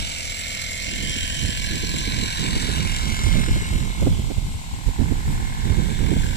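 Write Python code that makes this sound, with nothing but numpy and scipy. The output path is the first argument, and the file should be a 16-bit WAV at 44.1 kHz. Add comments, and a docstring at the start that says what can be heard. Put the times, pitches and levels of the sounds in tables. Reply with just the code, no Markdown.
"""On a rice field at dusk, wind buffets a hand-held camera that pans; a thin, even hiss lies over the fields.
A farmer works a crop sprayer, heard first at the left port: engine pulses chug through their silencer,
valve knocks rasp and ring the casing, the pump whistles, and noise gated by its strokes is the jet's hiss.
The hiss fades as the jet swings away and partly returns. Shaped noise makes the rising breeze, its gusts
and brief lulls, mostly at the right port; rounded pressure peaks are the single thumping eddies."""
import sys
import numpy as np
from scipy import signal
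from scipy.fft import rfft, irfft
from scipy.io import wavfile
from scipy.ndimage import uniform_filter1d, map_coordinates

SR = 44100
rng = np.random.default_rng(int(sys.argv[2]) if len(sys.argv) > 2 else 0)


def master_out(mix):
    """Clip the mix to full scale and print it as 16-bit PCM to the path in sys.argv[1]."""
    frames = np.transpose(np.atleast_2d(mix))
    ceiling = np.clip(frames, -1, 1)
    pcm = np.round(ceiling * 32767).astype(np.int16)
    wavfile.write(sys.argv[1], SR, pcm)


N = 280520
TIME, HZ = np.arange(N) / SR, np.fft.rfftfreq(N, 1 / SR)


def gain_of(db):
    """Logarithmic level: decibels to amplitude."""
    return 10 ** (np.asarray(db) / 20)


def evened(x):
    """Normalisation: scales each channel to rms 1."""
    return x / np.sqrt(np.mean(x ** 2, axis=-1, keepdims=True) + 1e-20)


def curves(rows):
    """Linear interpolation: each column of a time table, sample by sample."""
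    s, *columns = np.transpose(rows)
    return [np.interp(TIME, s, column) for column in columns]


def coloured(x, points):
    """Linear filtering: applies a spectrum drawn on a log-frequency axis."""
    f, db = np.transpose(points)
    spectrum_db = np.interp(np.log(HZ + 1), np.log(f + 1), db)
    return irfft(rfft(x) * gain_of(spectrum_db), N)


def noise(channels=2):
    """Incoherence: white noise, unrelated between channels."""
    return rng.standard_normal((channels, N))


def wander(rate_hz, channels=1):
    """Low-passed randomness: smooth chance of rms 1 up to about the given rate."""
    return evened(irfft(rfft(noise(channels)) / (1 + (HZ / rate_hz) ** 4), N))


def panned(side_db):
    """Constant-power panning: gains of the left and right ports."""
    left = gain_of(side_db)
    return np.array([left, np.ones(N)]) * np.sqrt(2 / (1 + left ** 2))


# the camera pans: (time [s], lag of the right port [ms], left minus right level of the spray [dB])
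CAMERA_HEADING = [(0, 0.48, -7), (1, .53, -5.5), (2, 0.51, -4.5), (3, 0.45, -4.5), (3.7, 0.35, -2.5),
                  (4.5, 0.33, -8), (5.2, 0.37, -8), (6.36, 0.54, -3)]


def arriving(direct, scattered, share, shorter_ms=0):
    """Interaural delay and diffusion: direct sound lags at the right port; crop scatter is unrelated there."""
    lag_ms, _ = curves(CAMERA_HEADING)
    delayed_samples = np.arange(N) - (lag_ms - shorter_ms) * SR / 1000
    late = map_coordinates(direct, [delayed_samples], order=3, mode="nearest")
    return np.sqrt(1 - share) * np.array([direct, late]) + np.sqrt(share) * scattered  # share of the power


def cycles(table, first_s):
    """Phase is the integral of speed: cycles run so far, zero near first_s."""
    per_s, = curves(table)
    return np.cumsum(per_s) / SR - first_s * per_s[0]


def clicks(turns, at):
    """Impulse train: one click each cycle, at the given share of the cycle."""
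    return np.diff(np.floor(turns - at), prepend=np.floor(turns[0] - at))


def beats(turns, uneven_db, length):
    """Exponential decay: one puff a cycle, each of its own size; length is a share of the cycle."""
    cycle = (turns - turns.min() // 1).astype(int)
    size_db = uneven_db * rng.standard_normal(cycle[-1] + 1)
    return evened(gain_of(size_db[cycle]) * np.exp(-(turns % 1) / length))


def smeared(x, ms_per_khz):
    """Dispersion: higher partials leave later, which spreads each pulse but keeps the harmonics even."""
    return irfft(rfft(x) * np.exp(-1j * np.pi * ms_per_khz * (HZ / 1000) ** 2), N)


# hiss of the open fields: (frequency [Hz], spectral density [dB per Hz])
FIELD_SPECTRUM = [(100, 7), (400, -2.5), (700, -0.5), (900, -28), (1300, -13.5), (1800, 6.5), (2700, 4),
                  (4000, 6), (4850, 0.5), (6000, 0), (8000, -2), (10000, -7.5), (11000, -4.5),
                  (14000, -8.5)]


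def field():
    """Stationary noise: the even, distant hiss of the open fields."""
    return gain_of(-39) * evened(coloured(noise(), FIELD_SPECTRUM))


# the breeze between gusts at the windward (right) port: (time [s], force [dB])
BREEZE_FORCE = [(0, -42), (.55, -43), (1, -33), (1.33, -26.5), (1.6, -28), (2.32, -27.5), (3.05, -20.5),
                (3.92, -21), (4.35, -22), (4.62, -33.5), (4.95, -29.5), (5.2, -18.5), (5.45, -22),
                (5.56, -23.5), (6.36, -22)]
# gusts: (start [s], length [s], force [dB], left minus right [dB],
# fineness [dB]: above 0 small eddies, below 0 large ones)
GUST_EVENTS = [(-.02, 0.022, -26.5, 3, -1.5), (.24, 0.022, -43, 5, -7), (.89, 0.22, -32, -4, 8.5),
               (1.14, 0.096, -37, -1, -4), (1.42, 0.075, -27.5, -11, 8.5), (1.7, .3, -33, -10, 14.5),
               (2.06, 0.21, -29, -8, 8.5), (2.378, 0.24, -29.5, -11, 13), (2.62, 0.19, -25, -15, 7.5),
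               (3.229, 0.16, -15, -27, -2), (3.35, 0.034, -24, -26, 14), (3.5, 0.047, -26, 2, -7),
               (3.699, 0.059, -19.5, -3, 0), (3.998, 0.13, -18, -4.5, 0), (4.44, 0.099, -39, 12.5, -0.5),
               (4.859, 0.014, -16.5, -27, -3.5), (4.985, 0.057, -14.5, -25, 2),
               (5.26, 0.092, -25.5, -2.5, -7), (5.627, 0.41, -18.5, -17, 3.5),
               (6.0, 0.12, -20.5, -28.5, 5.5), (6.16, 0.094, -24, -3.5, -3.5)]
GUST_ATTACK_S, GUST_RELEASE_S = 0.0081, 0.04
USUAL_FORCE_DB = -26
LEE_DB, LEE_FOLLOWS = -32, 0.41  # left port at the usual force; dB gained per dB of breeze


def force(fine):
    """Power addition: breeze plus gusts at both ports, in dB over the usual; fine runs from -1 (large) to 1."""
    breeze_db, = curves(BREEZE_FORCE)
    lee_db = LEE_DB + LEE_FOLLOWS * (breeze_db - USUAL_FORCE_DB)
    power = gain_of([lee_db, breeze_db]) ** 2
    for start, length, force_db, side_db, fine_db in GUST_EVENTS:
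        rise = np.clip((TIME - start) / GUST_ATTACK_S, 0, 1)
        fall = np.exp(-np.clip(TIME - start - length, 0, 1) / GUST_RELEASE_S)
        gust = gain_of(force_db + fine * fine_db) * rise * fall
        power = power + (gain_of([[side_db], [0]]) * gust) ** 2
    return 10 * np.log10(power) - USUAL_FORCE_DB


# eddies from large to small, each: (frequency [Hz], spectral density [dB per Hz])
HEAVE_SPECTRUM = [(8, -24), (20, 1), (33, 6), (50, 0.5), (70, -3.5), (120, -72), (300, -45.5)]
RUMBLE_SPECTRUM = [(20, -21), (45, -3), (62, -1.5), (100, -1.5), (150, -4.5), (190, -10.5), (260, -18.5),
                   (400, -57), (900, -61)]
FLUTTER_SPECTRUM = [(40, -35), (110, -1.5), (190, 1.5), (300, -7.5), (450, -14), (700, -30.5),
                    (1200, -31.5), (3000, -62), (9000, -83)]
# brief changes of wind at the right port, mostly drops: (time [s], half-length [s], level change [dB])
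LULL_EVENTS = [(1.29, 0.052, -12), (2.295, 0.026, -2), (3.007, .025, -2), (3.44, 0.012, 2),
               (3.628, .03, -9), (3.943, 0.043, -11), (4.27, 0.025, 2.5), (4.352, 0.011, -16),
               (4.936, 0.027, -7), (5.233, 0.035, -7.5), (5.548, 0.028, -8), (5.955, 0.033, -6.5)]
# eddy sizes: (level at the usual force [dB], gain per dB of force [dB])
HEAVE_LAW, RUMBLE_LAW, FLUTTER_LAW = (-25.5, 0.88), (-27.5, 1.03), (-36.5, 1.19)
TURBULENCE_HZ, RUMBLE_SWING_DB, FLUTTER_SWING_DB = 14, 1.5, 2.3


def wind():
    """Turbulent cascade: each port feels its own eddies; small ones ride on the pressure peaks of large ones."""
    heave_db, rumble_db, flutter_db = (
        db + slope * force(fine)
        for fine, (db, slope) in [(-1, HEAVE_LAW), (0, RUMBLE_LAW), (1, FLUTTER_LAW)])
    right_db = sum(db * np.exp(-((TIME - s) / half) ** 2) for s, half, db in LULL_EVENTS)
    lull_db = np.array([[0], [1]]) * right_db
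    turbulence = wander(TURBULENCE_HZ, channels=2)
    # the gust speed bounds the pressure swings
    heave = evened(np.tanh(.5 * evened(coloured(noise(), HEAVE_SPECTRUM))))
    large = evened(np.tanh(.5 * evened(coloured(noise(), RUMBLE_SPECTRUM))))
    riding = gain_of(1.3 * large + wander(52, channels=2))
    small = evened(coloured(noise(), FLUTTER_SPECTRUM) * riding)
    heave_gain = gain_of(heave_db + .5 * lull_db)
    rumble_gain = gain_of(rumble_db + lull_db + heave + RUMBLE_SWING_DB * turbulence)
    flutter_gain = gain_of(flutter_db + lull_db + FLUTTER_SWING_DB * turbulence)
    return heave_gain * heave + rumble_gain * large + flutter_gain * small


# the sprayer as its lance swings: (time [s], jet hiss [dB], casing clatter [dB]), both relative
LANCE_LEVELS = [(0, -34, -45), (0.75, -34, -49.5), (1.2, -33.5, -35), (2.0, -34, -34), (2.65, -33.5, -36.5),
                (3.4, -38.5, -35.5), (4.0, -46, -47), (4.5, -55.5, -68), (5.1, -55, -42.5),
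                (5.7, -47.5, -41.5), (6.36, -42.5, -37)]
FACING_DB = -34  # table level of the jet when it faces the camera
JET_DB, FIZZ_DB, CASING_DB = -27.5, -33.5, 1  # hiss and fizz when facing; offset of the casing
HISS_FALL, FIZZ_FALL = 1.01, 0.81  # dB per dB of the jet's swing


def spraying():
    """Directivity: levels of casing clatter, jet hiss and droplet fizz in dB as the lance swings."""
    jet_db, casing_db = curves(LANCE_LEVELS)
    away_db = jet_db - FACING_DB
    return casing_db + CASING_DB, JET_DB + HISS_FALL * away_db, FIZZ_DB + FIZZ_FALL * away_db


def gated_hiss(gate, spectrum, scatter):
    """Amplitude modulation: noise opened by a gate and coloured, as it arrives from the machine."""
    sound = evened(coloured(noise(channels=3) * gate, spectrum))
    return arriving(sound[0], sound[1:], scatter)


# casing, jet and droplets, each: (frequency [Hz], spectral density [dB per Hz])
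CLATTER_SPECTRUM = [(900, -51), (1250, -8), (1480, 9), (1680, 14), (1900, 7), (2150, 8), (2400, 4),
                    (2800, -45), (4000, -44)]
JET_SPECTRUM = [(1500, -13.5), (2300, 1), (2600, 1), (3100, 6), (3400, -3.5), (3900, 0.5), (4400, -0.5),
                (4850, -3), (5400, 1), (6000, -0.5), (6550, -18), (7200, -20), (9000, -85)]
FIZZ_SPECTRUM = [(4500, -49), (6300, 0), (7500, 3), (8500, -3), (9400, -1.5), (10200, -13), (10900, 2),
                 (12000, -18), (14300, -14)]
JET_SURGE, CLATTER_SURGE, FIZZ_SURGE = .35, .12, .38  # depth of the pump strokes


def sprayer(engine_turns, strokes):
    """Modulated turbulence: casing clatters with the firings; jet and droplets surge at every pump stroke."""
    clatter_db, hiss_db, fizz_db = spraying()
    knocks = beats(engine_turns - .38, uneven_db=1.5, length=.12)
    surges = beats(strokes, uneven_db=1.4, length=.12)
    sputter = gain_of(1.5 * wander(36)[0])
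    clatter = gated_hiss(1 + .4 * knocks + CLATTER_SURGE * surges, CLATTER_SPECTRUM, scatter=.18)
    hiss = gated_hiss(1 + JET_SURGE * surges + .15 * knocks, JET_SPECTRUM, scatter=.2)
    fizz = gated_hiss(sputter * (1 + FIZZ_SURGE * surges), FIZZ_SPECTRUM, scatter=.48)
    return clatter * gain_of(clatter_db) + hiss * gain_of(hiss_db) + fizz * gain_of(fizz_db)


# four valve knocks in each engine cycle: (share of the cycle [1], ring [dB], rasp [dB])
VALVE_KNOCKS = [(.147, -7, -3), (.413, -3, 0), (.68, 0, -3), (.947, -16, -2)]
# resonance of the casing near 2.1 kHz: (frequency [Hz], level [dB])
RING_SPECTRUM = [(1750, -39), (1960, -35), (2060, 8), (2140, -0.5), (2200, 7), (2290, -13.5), (2450, -32)]
# loudness of that resonance: (time [s], level [dB])
RING_LEVEL = [(0, -44), (.3, -35.5), (.75, -30), (1.1, -33), (1.4, -67), (2.1, -57), (2.7, -38),
              (3.25, -32.5), (3.7, -37.5), (4.3, -48.5), (4.8, -51), (5.5, -40.5), (6.36, -44.5)]
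# dry rasp of the valves: (frequency [Hz], level [dB])
RASP_SPECTRUM = [(1200, -30), (1420, 3), (1900, -37), (2500, 3), (3000, -3.5), (3500, 6.5), (4300, -15),
                 (4900, -4), (6500, -10)]
RASP_UNDER_JET_DB, RASP_DECAY_S, RASP_DRIFT_HZ = -7.5, .0013, .35


def valves(turns):
    """Impact excitation: knocks ring the casing into a whine and rasp, in a colour that drifts as the farmer moves."""
    impacts = sum(gain_of(db) * clicks(turns, at) for at, db, _ in VALVE_KNOCKS)
    ring = evened(coloured(impacts, RING_SPECTRUM))
    decay = np.exp(-TIME[TIME < 6 * RASP_DECAY_S] / RASP_DECAY_S)
    drift, rasp = 2 * np.pi * RASP_DRIFT_HZ * TIME, 0
    for at, _, db in VALVE_KNOCKS:
        knocks = clicks(turns, at) * gain_of(db + 1.5 * rng.standard_normal(N))
        for blend in np.cos(drift), np.sin(drift):  # crossfades two random responses
            response = decay * rng.standard_normal(len(decay))
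            rasp = rasp + signal.oaconvolve(knocks * blend, response)[:N]
    ring_db, = curves(RING_LEVEL)
    _, hiss_db, _ = spraying()
    rasp = evened(coloured(rasp, RASP_SPECTRUM)) * gain_of(hiss_db + RASP_UNDER_JET_DB)
    return arriving(ring * gain_of(ring_db) + rasp, 0, share=0)


# whistles of the pump: (frequency [Hz], relative level [dB])
PUMP_WHISTLES = [(1957, -7.5), (2272, 7.5), (2808, 4), (3951, -0.5), (4278, 2)]


def whistles(strokes):
    """Additive synthesis: thin pump tones drift together, flicker one by one and throb with the jet."""
    clock = TIME + .0022 * np.cumsum(wander(2.56)[0]) / SR
    lines = 0
    for hz, db in PUMP_WHISTLES:
        flicker = 1 + .5 * wander(29)[0]
        lines = lines + gain_of(db) * flicker * np.cos(2 * np.pi * (hz * clock + rng.random()))
    _, hiss_db, _ = spraying()
    throb = evened(1 + .7 * beats(strokes, uneven_db=1.5, length=.25))
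    return arriving(lines, 0, share=0) * throb * gain_of(hiss_db - 15)


# the exhaust: (time [s], thrum [dB], growl [dB], bark [dB], ring of the pipe [dB])
EXHAUST_LEVELS = [(0, -40.5, -44.5, -46, -68), (.9, -38, -42, -63, -50.5), (1.5, -35.5, -45.5, -50, -46.5),
                  (2.0, -35.5, -47, -44.5, -42.5), (2.6, -51, -48, -39.5, -42.5),
                  (3.2, -49, -47.5, -41, -44), (4.5, -44.5, -56, -46.5, -55), (5, -37, -63, -41, -52),
                  (5.6, -54, -54, -39.5, -47), (6.36, -53, -52, -40, -50)]
# parts of the exhaust, each: (frequency [Hz], level [dB])
THRUM_SPECTRUM = [(35, 2), (82, 18.5), (122, 3), (163, 3), (204, 14.5), (245, 5), (290, -9), (400, -25),
                  (600, -53)]
GROWL_SPECTRUM = [(380, -37), (450, -12), (490, 13), (570, 4), (620, 16), (690, 8.5), (760, 4), (850, -11),
                  (950, -45)]
BARK_SPECTRUM = [(560, -65), (690, -13), (740, 4.5), (830, 4), (930, 9), (1020, 3), (1200, -17.5),
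                 (1450, -3.5), (1900, -7.5), (3000, -30.5)]
PIPE_SPECTRUM = [(880, -62), (970, -5), (1040, 22), (1100, 7.5), (1200, -27.5)]
# echoes off the bank and the wet ground: (delay [ms], level [dB])
EXHAUST_ECHOES = [(2.6, -15), (7.5, -12), (17.5, -11)]


def engine(turns):
    """Source and filter: firing pulses become thrum, growl, bark near 800 Hz and pipe ring, plus gas noise."""
    thrum_db, growl_db, bark_db, pipe_db = curves(EXHAUST_LEVELS)
    pulses = clicks(turns, at=.05) * gain_of(1.5 * wander(22)[0])
    # the echoes soften the gaps between firings
    pulses = pulses + sum(gain_of(db) * np.roll(pulses, round(ms * SR / 1000)) for ms, db in EXHAUST_ECHOES)
    blended, sharp = smeared(pulses, ms_per_khz=55), smeared(pulses, ms_per_khz=9)
    parts = [(blended, THRUM_SPECTRUM, thrum_db), (blended, GROWL_SPECTRUM, growl_db),
             (sharp, BARK_SPECTRUM, bark_db), (sharp, PIPE_SPECTRUM, pipe_db)]
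    chug = sum(evened(coloured(x, spectrum)) * gain_of(db) for x, spectrum, db in parts)
    gas = noise() * beats(turns, uneven_db=0.5, length=0.99)
    bark_gas = evened(coloured(gas, BARK_SPECTRUM)) * gain_of(bark_db)
    pipe_gas = evened(coloured(gas, PIPE_SPECTRUM)) * gain_of(pipe_db)
    return arriving(chug, bark_gas + pipe_gas, share=.12, shorter_ms=.02)


# single eddies that strike the ports:
# (time [s], low thump [dB], slap [dB], rustle [dB], left minus right [dB])
EDDY_STRIKES = [(0.026, -20, -37, -52, 4), (0.884, -25, -31, -59, -10), (1.035, -18, -27, -51, -21),
                (1.165, -30, -26, -59, -2), (1.241, -20, -31, -55, 17), (1.45, -14, -27.5, -57, -6),
                (1.841, -24, -22, -48, -4), (1.945, -22, -21, -36, -6), (2.08, -19, -22.5, -47.5, -13),
                (2.19, -12, -26, -50, -19), (2.233, -18, -19, -46, -20), (2.53, -18, -32, -50, -2),
                (2.568, -11, -23, -44, 1), (2.691, -20, -16.5, -36, -32), (2.859, -10, -23, -54, -20),
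                (3.036, -15, -28, -47, -10), (3.268, -17, -26, -48, -20), (3.359, -28, -18, -25, -29),
                (3.399, -13.5, -24.5, -48, -22), (3.489, -11, -17.5, -46, -20), (3.517, -3, -32, -50, -18),
                (3.566, -28, -18.5, -31, -9.5), (3.622, -12.5, -21, -50, 12), (3.725, -21, -26.5, -48, -22),
                (3.764, -13, -28, -52, 12), (3.902, -21, -28, -57, -12), (4.027, -12, -20, -22, -13),
                (4.073, -19, -9, -18.5, -14), (4.119, -3.5, -39, -50, -8), (4.197, -8, -20.5, -42, -10),
                (4.311, -21, -18.5, -24, -16), (4.385, -6, -23, -40, -18), (4.431, -16, -38, -55, 16),
                (4.559, -18, -36, -55, 7), (4.737, -12.5, -32.5, -56, 14), (4.889, -9, -21.5, -45, -23),
                (4.999, -7, -17.5, -36, -33), (5.02, -9, -14.5, -52, -24), (5.12, -9.5, -16, -32, -26),
                (5.71, -4, -17.5, -49, -16), (5.787, -5, -15, -52, -22), (5.863, -14, -28, -44, -18),
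                (6.013, -8, -33, -54, -33), (6.042, -21, -34, -58, -22), (6.115, -8, -13, -32, -23),
                (6.134, -20, -15, -34, -21), (6.166, -11, -18, -29, -4), (6.245, -12, -24, -50, -15)]
# small eddies of a strike, each: (frequency [Hz], spectral density [dB per Hz])
SLAP_SPECTRUM = [(90, -15), (200, 8.5), (320, -0.5), (480, -10.5), (700, -27)]
RUSTLE_SPECTRUM = [(350, -1), (520, 3), (700, -5.5), (900, -14.5), (1300, -20), (2000, -22), (5000, -55)]
THUMP_S, SLAP_S = .0048, .0095


def buffets():
    """Vortex impact: a rounded pressure peak, opposite lobes either side, with a slap and a rustle on top."""
    # the eddy's speed bounds the pressure
    slaps = evened(np.tanh(2 * evened(coloured(noise(), SLAP_SPECTRUM))))
    slaps = evened(coloured(slaps, [(500, 0), (800, -12), (1400, -30), (4000, -60)]))
    rustle = evened(coloured(noise(), RUSTLE_SPECTRUM))
    out = np.zeros((2, N))
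    for s, thump_db, slap_db, rustle_db, side_db in EDDY_STRIKES:
        near = np.flatnonzero(abs(TIME - s) < 4 * SLAP_S)
        t = TIME[near] - s
        thump = (1 - 2 * (t / THUMP_S) ** 2) * np.exp(-(t / THUMP_S) ** 2)
        thump = gain_of(thump_db) * thump * rng.choice([-1, 1], (2, 1))  # either sign at each port
        burst = gain_of(slap_db) * slaps[:, near] + gain_of(rustle_db) * rustle[:, near]
        ports = gain_of([[min(side_db, 0)], [min(-side_db, 0)]])
        out[:, near] += ports * (thump + burst * np.exp(-(t / SLAP_S) ** 2))
    return out


STALL_DB = -2.5


def stalled(pressure):
    """Saturation: the air speed bounds the pressure at a port, which rounds the highest peaks."""
    return gain_of(STALL_DB) * np.tanh(pressure / gain_of(STALL_DB))


# a sharp tick in the spray: (time [s], level at its peak [dB])
SPRAY_TICKS = [(2.963, -20)]


def ticks():
    """Transient noise: a brief, wide tick with a glint near 8 kHz, stronger on the left."""
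    swell = sum(gain_of(db) * np.exp(-abs(TIME - s - .002) / .0016) for s, db in SPRAY_TICKS)
    ring = coloured(noise(), [(1000, -20), (1700, -2), (3000, -2), (4500, -4), (6500, -11),
                              (7900, -1), (8600, -12), (12000, -20)])
    return gain_of([[1], [-2]]) * evened(ring) * swell


# a band of the spray that slides as the camera turns: (time [s], centre frequency [Hz], level [dB])
SLIDING_HUMP = [(0, 3330, 1.5), (.8, 2920, -4.5), (1.1, 3160, 8.5), (1.45, 3050, 7.5), (1.6, 3200, 4),
                (1.65, 4170, 4.5), (1.8, 4140, 4.5), (2.4, 3900, 7), (3, 3670, 5.5), (3.7, 3900, 4),
                (4.2, 3330, 11), (4.7, 3450, -14), (5.7, 3640, 12), (6.36, 3400, 3.5)]


def turning(sound):
    """Interference: reflections near the camera raise or lower a sliding band; the hiss flickers in patches."""
    hump_hz, hump_db = curves(SLIDING_HUMP)
    hz, s, z = signal.stft(sound, SR, nperseg=512)
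    octaves = np.log2((hz[:, None] + 1) / np.interp(s, TIME, hump_hz))
    lift_db = np.interp(s, TIME, hump_db) * np.exp(-(octaves / 0.12) ** 2)
    patches = uniform_filter1d(rng.standard_normal(z.shape[1:]), size=5, axis=0)
    patches = evened(uniform_filter1d(patches, size=14, axis=1))
    patchy_db = np.interp(hz, [2000, 10000], [1.2, 2.4])[:, None]
    # the whole spray sits 3 dB lower
    return signal.istft(z * gain_of(lift_db + patchy_db * patches - 3), SR)[1][:, :N]


# reflections that reshape two bands of the hiss: (time [s], lower band [dB], upper band [dB])
HOLLOW_LEVELS = [(0, 6, -7), (.6, 5, 7.5), (1.25, -16, 3), (2, -21, -4), (2.6, 6, 4), (3.1, 10, -9),
                 (3.7, 15, 3), (4.3, 15, -27), (4.8, 10, -6), (5.3, 9, 1), (6.36, -6, -7)]
HOLLOW_HZ, HOLLOW_OCTAVES = (1260, 1820), (0.18, 0.089)


def hollowed(sound):
    """Comb-like interference: two narrow bands of the hiss sink and swell as the camera turns."""
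    hz, s, z = signal.stft(sound, SR, nperseg=1024)
    change_db = 0
    for db, centre_hz, width in zip(curves(HOLLOW_LEVELS), HOLLOW_HZ, HOLLOW_OCTAVES):
        octaves = np.log2((hz[:, None] + 1) / centre_hz)
        change_db = change_db + np.interp(s, TIME, db) * np.exp(-(octaves / width) ** 2)
    return signal.istft(z * gain_of(change_db), SR)[1][:, :N]


# speed of the engine: (time [s], firing rate [1/s])
ENGINE_SPEED = [(0, 40.55), (1.1, 40.78), (2.2, 40.7), (3.2, 40.9), (4.6, 40.55), (5.4, 40.78),
                (6.36, 40.95)]
# speed of the pump: (time [s], stroke rate [1/s])
PUMP_SPEED = [(0, 43.71), (.5, 43.85), (.85, 44.15), (1.2, 43.85), (2.5, 43.85), (3.5, 44.23),
              (3.75, 43.95), (4, 43.15), (4.25, 43.85), (5.2, 43.85), (6.36, 44.25)]
FIRST_FIRING_S, FIRST_STROKE_S = .015, .0013


def scene():
    """Superposition: the sprayer, the fields all round and the wind on the ports."""
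    engine_turns, strokes = cycles(ENGINE_SPEED, FIRST_FIRING_S), cycles(PUMP_SPEED, FIRST_STROKE_S)
    _, side_db = curves(CAMERA_HEADING)
    machine = sprayer(engine_turns, strokes) + valves(engine_turns) + whistles(strokes)
    spray = panned(side_db) * turning(machine)
    return hollowed(spray + field()) + engine(engine_turns) + ticks() + stalled(wind() + buffets())


# treble colour of each microphone port: (frequency [Hz], level [dB])
LEFT_PORT_RESPONSE = [(1000, -2), (5000, -2.5), (6500, -1), (7300, 7), (8000, 7.5), (9000, 0),
                      (14000, -3.5)]
RIGHT_PORT_RESPONSE = [(1000, -1.5), (5000, -3), (6500, -5.5), (7300, -1.5), (8000, -4), (9000, -5),
                       (14000, -8.5)]
EDGE_HZ = 14250


def record(dry):
    """Transducer response: each microphone port has its own treble colour; then a low-pass band limit."""
    ports = np.array([coloured(dry[0], LEFT_PORT_RESPONSE), coloured(dry[1], RIGHT_PORT_RESPONSE)])
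    low_pass = signal.firwin(2047, EDGE_HZ, window=("kaiser", 9), fs=SR)
    return signal.oaconvolve(ports, low_pass[None], "same")


dry = scene()
out = record(dry)
master_out(out)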